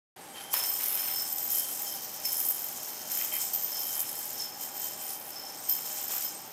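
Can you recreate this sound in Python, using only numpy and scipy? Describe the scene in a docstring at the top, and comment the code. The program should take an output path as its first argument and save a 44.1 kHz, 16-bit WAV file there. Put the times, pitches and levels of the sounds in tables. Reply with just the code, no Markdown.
"""Metal yo-yo in a bedroom

A metal yo-yo is thrown, snaps to the end of its string and spins through a row of tricks.
The string hisses in the gap and scrapes over the fingers, the bearing chatters about once a turn,
and both make the metal halves ring. A thin whistle comes and goes; a camera whirrs in the quiet room."""
import sys
import numpy as np
from scipy import signal
from scipy.fft import rfft, irfft, next_fast_len
from scipy.io import wavfile
from scipy.ndimage import uniform_filter1d, map_coordinates

SR = 44100
rng = np.random.default_rng(int(sys.argv[2]) if len(sys.argv) > 2 else 0)


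def transcribe(u):
    """Save the signal u as a 16-bit wav file named by the first command-line argument.

    u: samples, shape (n,) or (channels, n), limited to [-1, 1]; the rate is SR.
    q: integer samples, one column per channel.
    """
    v = np.clip(np.atleast_2d(u).T, -1, 1)
    q = np.round(v * 32767).astype(np.int16)
    wavfile.write(sys.argv[1], SR, q)


N = 287532
TIME = np.arange(N) / SR

# swings that pull the string taut and load the yo-yo:
# t/s, length/s, hiss/dB, chatter/dB, high ring/dB, chatter pitch/Hz
STRING_PULLS = [(0.357, 0.037, -48, -58, -60, 11500), (0.531, 0.046, -37.5, -31.5, -32, 11260),
                (.635, 0.18, -39, -40, -34.5, 13100), (0.831, .15, -43, -30, -34, 11090),
                (.99, .24, -41, -42, -35.5, 13200), (1.271, 0.25, -47, -42, -38.5, 13000),
                (1.5, 0.096, -38.5, -27.5, -36, 11670), (1.667, 0.055, -41, -35.5, -47, 11360),
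                (1.801, 0.14, -45.5, -37, -49, 11570), (2.246, 0.052, -40.5, -34, -40, 11500),
                (2.319, 0.19, -42.5, -30, -35.5, 10760), (2.557, 0.13, -50, -38.5, -41, 11500),
                (2.83, .05, -52, -46, -43, 12100), (3.104, .14, -38.5, -34, -38, 11650),
                (3.322, 0.06, -44, -30.5, -48, 11730), (3.4, 0.032, -37, -43, -37, 12800),
                (3.531, 0.023, -42, -36, -28.5, 13200), (3.621, 0.028, -60, -40, -31, 13000),
                (3.703, 0.03, -41.5, -39, -44, 12600), (3.784, 0.18, -44.5, -34.5, -47, 11970),
                (3.961, 0.043, -49, -32, -43, 11270), (4.081, 0.19, -68, -38, -59, 11260),
                (4.377, 0.053, -44.5, -57, -56, 12580), (4.606, .06, -43.5, -43, -51, 12700),
                (4.753, .05, -41.5, -45, -42, 12600), (4.818, 0.051, -42, -51, -38, 13260),
                (5.01, 0.12, -43.5, -49, -42, 10500), (5.25, 0.032, -52, -45, -49, 10900),
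                (5.687, 0.038, -41.5, -32, -26, 13100), (5.845, 0.34, -41.5, -43, -46, 12800),
                (6.111, 0.062, -41.5, -32, -36, 12800), (6.229, 0.025, -39, -50, -35.5, 12700)]
# the string runs over the fingers: t/s, length/s, scrape/dB, squeak relative to scrape/dB
FINGER_SCRAPES = [(0.351, 0.032, -48, -20), (0.532, 0.039, -39, -16), (.6, 0.045, -50, -20),
                  (0.797, 0.33, -47.5, -8), (1.495, 0.11, -60, -17), (2.24, 0.031, -62, 9),
                  (3.195, 0.036, -52, 5.5), (3.317, 0.051, -56, 10.5), (3.953, .06, -51.5, -17),
                  (5.9, 0.17, -57, -15), (6.086, .08, -47.5, -11)]
# the string snaps taut at the end of the throw: t/s, level/dB
STRING_SNAPS = [(0.5345, -30), (0.5411, -13.5)]
# colour of the string's hiss and the knocks' clicks: f/Hz, level/dB
HISS_SPECTRUM = [(1500, -39), (3000, -10), (4200, -8), (5000, -0.5), (5900, 3), (8000, 2.5), (10000, 0),
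                 (12500, -0.5), (14500, -2), (16000, -18)]
# resonances struck in the bearing: f/Hz, width/Hz, level/dB
BEARING_MODES = [(12380, 770, -8.5), (12400, 370, 1.5), (13770, 82, 11)]


def amp(db):
    """Decibels to gain."""
    return 10 ** (np.asarray(db) / 20)


def unit(x):
    """Scale to rms 1."""
    return x / np.sqrt(np.mean(x ** 2) + 1e-20)


def along(points, hz):
    """Read (f/Hz, value) points on a log axis."""
    f, values = np.transpose(points)
    return np.interp(np.log(hz + 1), np.log(f + 1), values)


def curves(rows):
    """One value per sample for each column after the time."""
    times, *columns = np.transpose(rows)
    return [np.interp(TIME, times, column) for column in columns]


def wobble(rate):
    """A smooth random curve, rate knots a second."""
    return map_coordinates(rng.standard_normal(int(N * rate / SR) + 4), [TIME * rate])


def strokes(rows, attack_s, release_db_per_s):
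    """Power envelope of (t/s, length/s, level/dB) strokes: each rises, holds and dies away."""
    power = np.zeros(N)
    for start, length, db in rows:
        first = int(start * SR)
        t = TIME[:min(SR, N - first)]
        rise = np.clip(t / attack_s, 0, 1)
        fall = amp(db - release_db_per_s * np.maximum(t - length, 0))
        power[first:first + len(t)] += (rise * fall) ** 2
    return power


def filtered(x, response):
    """x times a complex response of frequency."""
    size = next_fast_len(N + SR // 2)
    return irfft(rfft(x, size) * response(np.fft.rfftfreq(size, 1 / SR)), size)[:N]


def coloured(x, spectrum):
    """x through an EQ curve of (f/Hz, level/dB) points."""
    return filtered(x, lambda hz: amp(along(spectrum, hz)))


def resonate(x, modes):
    """x through (f/Hz, width/Hz, level/dB) resonances."""
    return filtered(x, lambda f: sum(amp(db) * 1j * f * width / (hz * hz - f * f + 1j * f * width)
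                                     for hz, width, db in modes))


def band(x, centre_hz, width_hz):
    """A band made from x and carried to a steady or moving centre, at rms 1."""
    lows = filtered(x, lambda hz: 1 / (1 + (hz / (width_hz / 2)) ** 2))
    cycles = np.cumsum(np.broadcast_to(centre_hz, N)) / SR
    return unit(lows * np.cos(2 * np.pi * cycles))


def background():
    """A bed of room tone and a camera's steady whirr with a faint whine."""
    # colour of the quiet room: f/Hz, level/dB
    room_spectrum = [(20, -33), (40, -28), (70, -13.5), (120, -4.5), (280, 0.5), (550, -2), (1000, -4),
                     (1600, -5.5), (4000, -11.5), (16000, -41)]
    # resonances of the whirr: f/Hz, width/Hz, level/dB
    whirr_modes = [(620, 19, 1), (791, 68, 4.5), (962, 15, -11.5)]
    tone = amp(-51.5) * unit(coloured(rng.standard_normal(N), room_spectrum))
    whirr = amp(-52) * unit(resonate(rng.standard_normal(N), whirr_modes))
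    whine = amp(-64.5) * np.sin(2 * np.pi * 4740 * TIME + 0.58 * wobble(8.4))
    return tone + whirr + whine


def bedroom(x):
    """The walls answer with a short tail, longest in the bass and shortest at the very top."""
    # decay of the room: f/Hz, t60/s
    decay_times = [(200, 0.71), (3000, 0.28), (8000, 0.56), (15000, 0.11)]
    hz, t, noise = signal.stft(rng.standard_normal(SR // 2), SR, nperseg=256)
    decay = amp(-60 * t / along(decay_times, hz)[:, None])
    tail = signal.istft(noise * decay, SR, nperseg=256)[1]
    predelayed = np.pad(x, (200, 0))
    return signal.fftconvolve(predelayed, tail / np.linalg.norm(tail))[:N]


def whistles():
    """A thin, wavering whistle swells and fades."""
    # each whistle: t/s, length/s, f/Hz, level/dB
    cues = [(0.16, .2, 8250, -57), (5.54, 0.22, 8350, -44.5), (6.265, 0.19, 8250, -49.5)]
    sound = np.zeros(N)
    for start, length, hz, db in cues:
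        swell = np.sin(np.pi * np.clip((TIME - start) / length, 0, 1))
        sound += amp(db) * swell * band(rng.standard_normal(N), hz, width_hz=22)
    return sound


def snaps(crack_t60_s=0.004, twang_hz=962, twang_db=-30.5, twang_t60_s=0.76):
    """Two dry cracks as the string runs out; it rings on after each with a faint twang."""
    # colour of the taut string's crack: f/Hz, level/dB
    crack_spectrum = [(60, -30), (300, -8), (650, 8), (2000, -5), (8000, -4), (16000, 4)]
    cracks, t = np.zeros(N), np.arange(SR // 2) / SR
    twang = amp(twang_db - 60 * t / twang_t60_s) * np.sin(2 * np.pi * twang_hz * t)
    for start, db in STRING_SNAPS:
        crack = amp(-60 * t / crack_t60_s) * rng.standard_normal(len(t))
        cracks[round(start * SR):][:len(t)] += amp(db) * (crack + twang)
    return coloured(cracks, crack_spectrum)


def knocks(contact_t60_s=0.022, click_db=-6.5):
    """Each knock is a short burst of contacts that rings the bearing, with a broad click."""
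    # sharp knocks of bearing and string: t/s, level/dB
    hits = [(0.535, -18.5), (0.5395, -19), (0.638, -20), (.8594, -20), (0.953, -21), (1.326, -24),
            (1.3828, -21), (1.5037, -24), (2.254, -19.5), (2.402, -20), (2.8314, -28), (3.117, -17),
            (3.541, -23), (3.626, -27), (4.004, -18.5), (4.8194, -28), (5.3045, -29), (5.697, -16),
            (5.7378, -26)]
    blows, clicks, t = np.zeros(N + SR), np.zeros(N + SR), np.arange(SR // 20) / SR
    for start, db in hits:
        burst = rng.standard_normal(len(t)) * amp(-60 * t / contact_t60_s)
        clicks[round(start * SR):][:len(t)] += amp(db + click_db) * burst
        burst[0] += 9  # the first contact is the hardest
        blows[round(start * SR):][:len(t)] += amp(db) * burst
    return resonate(blows[:N], BEARING_MODES) + coloured(clicks[:N], HISS_SPECTRUM)


def chatter(turns, rattling, scatter_turns=0.12, spread_db=3.5, opposite_db=-6, skid_t60_s=0.025):
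    """The bearing ticks unevenly once a turn, and more weakly opposite; each pull has its own pitch."""
    half_turns = np.arange(int(2 * turns[-1]))
    timing, force = rng.standard_normal((len(half_turns), 2)).T
    onsets = np.interp(half_turns / 2 + scatter_turns * timing, turns, np.arange(N)).astype(int)
    sizes = amp(spread_db * np.clip(force, -2, 1.6) + opposite_db * (half_turns % 2))
    skid = amp(-60 * TIME[:SR // 25] / skid_t60_s)  # each tick is a brief skid of the balls
    ticks = signal.fftconvolve(np.bincount(onsets, sizes, N), skid)[:N] * rng.standard_normal(N)
    pitch_hz, = curves([(start + length / 2, hz) for start, length, *_, hz in STRING_PULLS])
    ring = amp(-5.5) * unit(resonate(ticks, BEARING_MODES))
    sizzle = amp(-6) * band(ticks, pitch_hz, width_hz=1740)
    return rattling * (ring + sizzle)


def friction(hiss_lead_s=0.03, idle_chatter_db=-5, scrape_by_hiss_db=-14.5):
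    """Envelopes of hiss, chatter, high ring and scrape, from slack running, pulls and finger strokes."""
    # hiss of the string lying slack in the gap: t/s, level/dB
    slack_hiss = [(.16, -55), (.5, -48.5), (.56, -44), (2.1, -43.5), (3.9, -42), (4.4, -42.5),
                  (4.54, -48.5), (4.95, -45), (5.22, -48.5), (5.6, -46.5), (5.78, -42.5), (6.3, -47),
                  (6.5, -50)]
    slack_db, = curves(slack_hiss)
    start, length, hiss_db, chatter_db, ring_db, _ = np.transpose(STRING_PULLS)
    swells = zip(start - hiss_lead_s, length + hiss_lead_s, hiss_db)  # the hiss leads the jolt
    hiss = amp(slack_db) ** 2 + strokes(swells, attack_s=0.041, release_db_per_s=152)
    jolts, ring = [strokes(zip(start, length, db), attack_s=0.005, release_db_per_s=184)
                   for db in (chatter_db, ring_db)]
    rattle = amp(slack_db + idle_chatter_db) ** 2 + jolts
    fingers = strokes([row[:3] for row in FINGER_SCRAPES], attack_s=0.0074, release_db_per_s=132)
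    scrape = amp(scrape_by_hiss_db) ** 2 * hiss + fingers
    return np.sqrt([hiss, rattle, ring, scrape])


def slips(turns, grain_db, throb_db):
    """Dense tiny slips of the string's fibres, pressed harder once a turn."""
    return unit(rng.standard_normal(N)
                * amp(grain_db * wobble(700) + throb_db * np.cos(2 * np.pi * turns)))


def mode_drives(rubbing, ringing):
    """Rubbing drives all modes of the halves; brushes add to the low and middle, pulls to the high."""
    # the string brushes the wall of a half: t/s, length/s, low mode/dB, middle modes/dB
    brushes = [(0.345, 0.053, -49, -67), (0.442, 0.085, -51.5, -64), (0.543, 0.11, -54, -37),
               (.98, 0.032, -48.5, -41.5), (1.047, 0.046, -49, -54), (1.107, .12, -70, -38.5),
               (1.538, 0.1, -49.5, -52), (1.86, 0.034, -51, -44), (2.237, 0.06, -57, -35),
               (3.18, 0.063, -52, -47), (3.31, 0.046, -47, -55), (3.717, 0.069, -63, -42),
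               (3.811, 0.16, -52.5, -56), (4.39, 0.045, -57, -36.5), (5.31, 0.16, -65, -45.5),
               (5.684, 0.031, -53, -38.5), (6.24, 0.047, -55, -45.5)]
    start, length, low_db, middle_db = np.transpose(brushes)
    low_brush, middle_brush = [
        np.sqrt(strokes(zip(start, length, db), attack_s=0.0089, release_db_per_s=157))
        for db in (low_db, middle_db)]
    run_out = TIME > STRING_SNAPS[0][0]  # rubbing reaches the upper modes once the string has run out
    low = np.hypot(amp(-18) * rubbing, low_brush)
    middle = np.hypot(amp(-10) * rubbing * run_out, middle_brush)
    high = np.hypot(amp(-2) * rubbing * run_out, ringing)
    return low, middle, middle, high  # each half has its own middle mode, slightly detuned


def halves(turns, drives):
    """Friction keeps each mode of the metal halves ringing, with a restless strength."""
    # modes of the halves: f/Hz, width/Hz, level/dB
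    metal_modes = [(3126, 29, 0), (5245, 22, -3.5), (5294, 23, -1.5), (13700, 93, 0)]
    sound = np.zeros(N)
    for (hz, width, db), drive in zip(metal_modes, drives):
        ring = resonate(slips(turns, grain_db=3.5, throb_db=4.5), [(hz, width, 0)])
        ring = unit(resonate(ring, [(hz, 7 * width, 0)]))  # steeper skirts
        # even out the ring's random swells so it sounds steadier
        swell = np.sqrt(np.abs(uniform_filter1d(ring ** 2, size=1500)) + 0.041)
        sound += drive * amp(db + 2.15 * wobble(22)) * ring / swell
    return sound


def string(turns, rubbing, scraping):
    """The string hisses in the gap, sings at its changing length, scrapes and squeaks on the fingers."""
    # resonance of the taut length of string: t/s, f/Hz
    string_pitch = [(.5, 10830), (.76, 8500), (.88, 10400), (1.0, 9700), (1.25, 8570), (1.5, 7160),
                    (1.7, 8760), (1.95, 5720), (2.25, 6100), (2.5, 7400), (3.0, 5940), (3.4, 8140),
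                    (3.77, 5770), (4.0, 7500), (4.25, 7700), (4.47, 5310), (4.65, 7680), (4.92, 7100),
                    (5.07, 9400), (5.27, 10900), (5.34, 5920), (5.6, 5920), (5.8, 7300), (6.15, 7360),
                    (6.5, 5920)]
    hiss = unit(coloured(slips(turns, grain_db=2.5, throb_db=1.5), HISS_SPECTRUM))
    sing = band(slips(turns, grain_db=3, throb_db=-1.5), curves(string_pitch)[0], width_hz=2270)
    # colour of string on skin: f/Hz, level/dB
    scrape_spectrum = [(200, -28), (600, -6.5), (1100, -3), (2100, -2.5), (3000, -3), (4500, -6),
                       (9000, -39)]
    scrape = unit(coloured(slips(turns, grain_db=4, throb_db=0.7), scrape_spectrum))
    squeak = band(slips(turns, grain_db=3.5, throb_db=-2), centre_hz=2258, width_hz=660)
    squeaks = [(start, length, db + squeak_db) for start, length, db, squeak_db in FINGER_SCRAPES]
    squeaking = np.sqrt(strokes(squeaks, attack_s=0.0074, release_db_per_s=302))
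    flutter = amp(1.6 * wobble(40))
    rub = rubbing * flutter * (amp(-1.4) * hiss + amp(-5.5) * sing)
    return rub + amp(1) * scraping * scrape + squeaking * squeak


def scene():
    """The yo-yo, slowly losing spin, with its room reverb over the background."""
    # speed of the spin: t/s, rate/(turns/s)
    spin_rate = [(0, 87), (3.6, 82), (6.5, 70)]
    turns = np.cumsum(curves(spin_rate)[0]) / SR
    rubbing, rattling, ringing, scraping = friction()
    metal = halves(turns, mode_drives(rubbing, ringing)) + chatter(turns, rattling) + knocks()
    yoyo = string(turns, rubbing, scraping) + metal + snaps() + whistles()
    return (amp(-0.5) * yoyo + amp(-11.5) * bedroom(yoyo) + background())[None]


def record(dry):
    """The sound opens after a moment of silence; a steep low-pass trims the very top."""
    silence_s, fade_s, cutoff_hz = 0.16, 0.005, 15900
    fade_in = np.clip((TIME - silence_s) / fade_s, 0, 1)
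    return filtered(dry[0] * fade_in, lambda hz: 1 / (1 + (hz / cutoff_hz) ** 160))[None]


dry = scene()
out = record(dry)
transcribe(out)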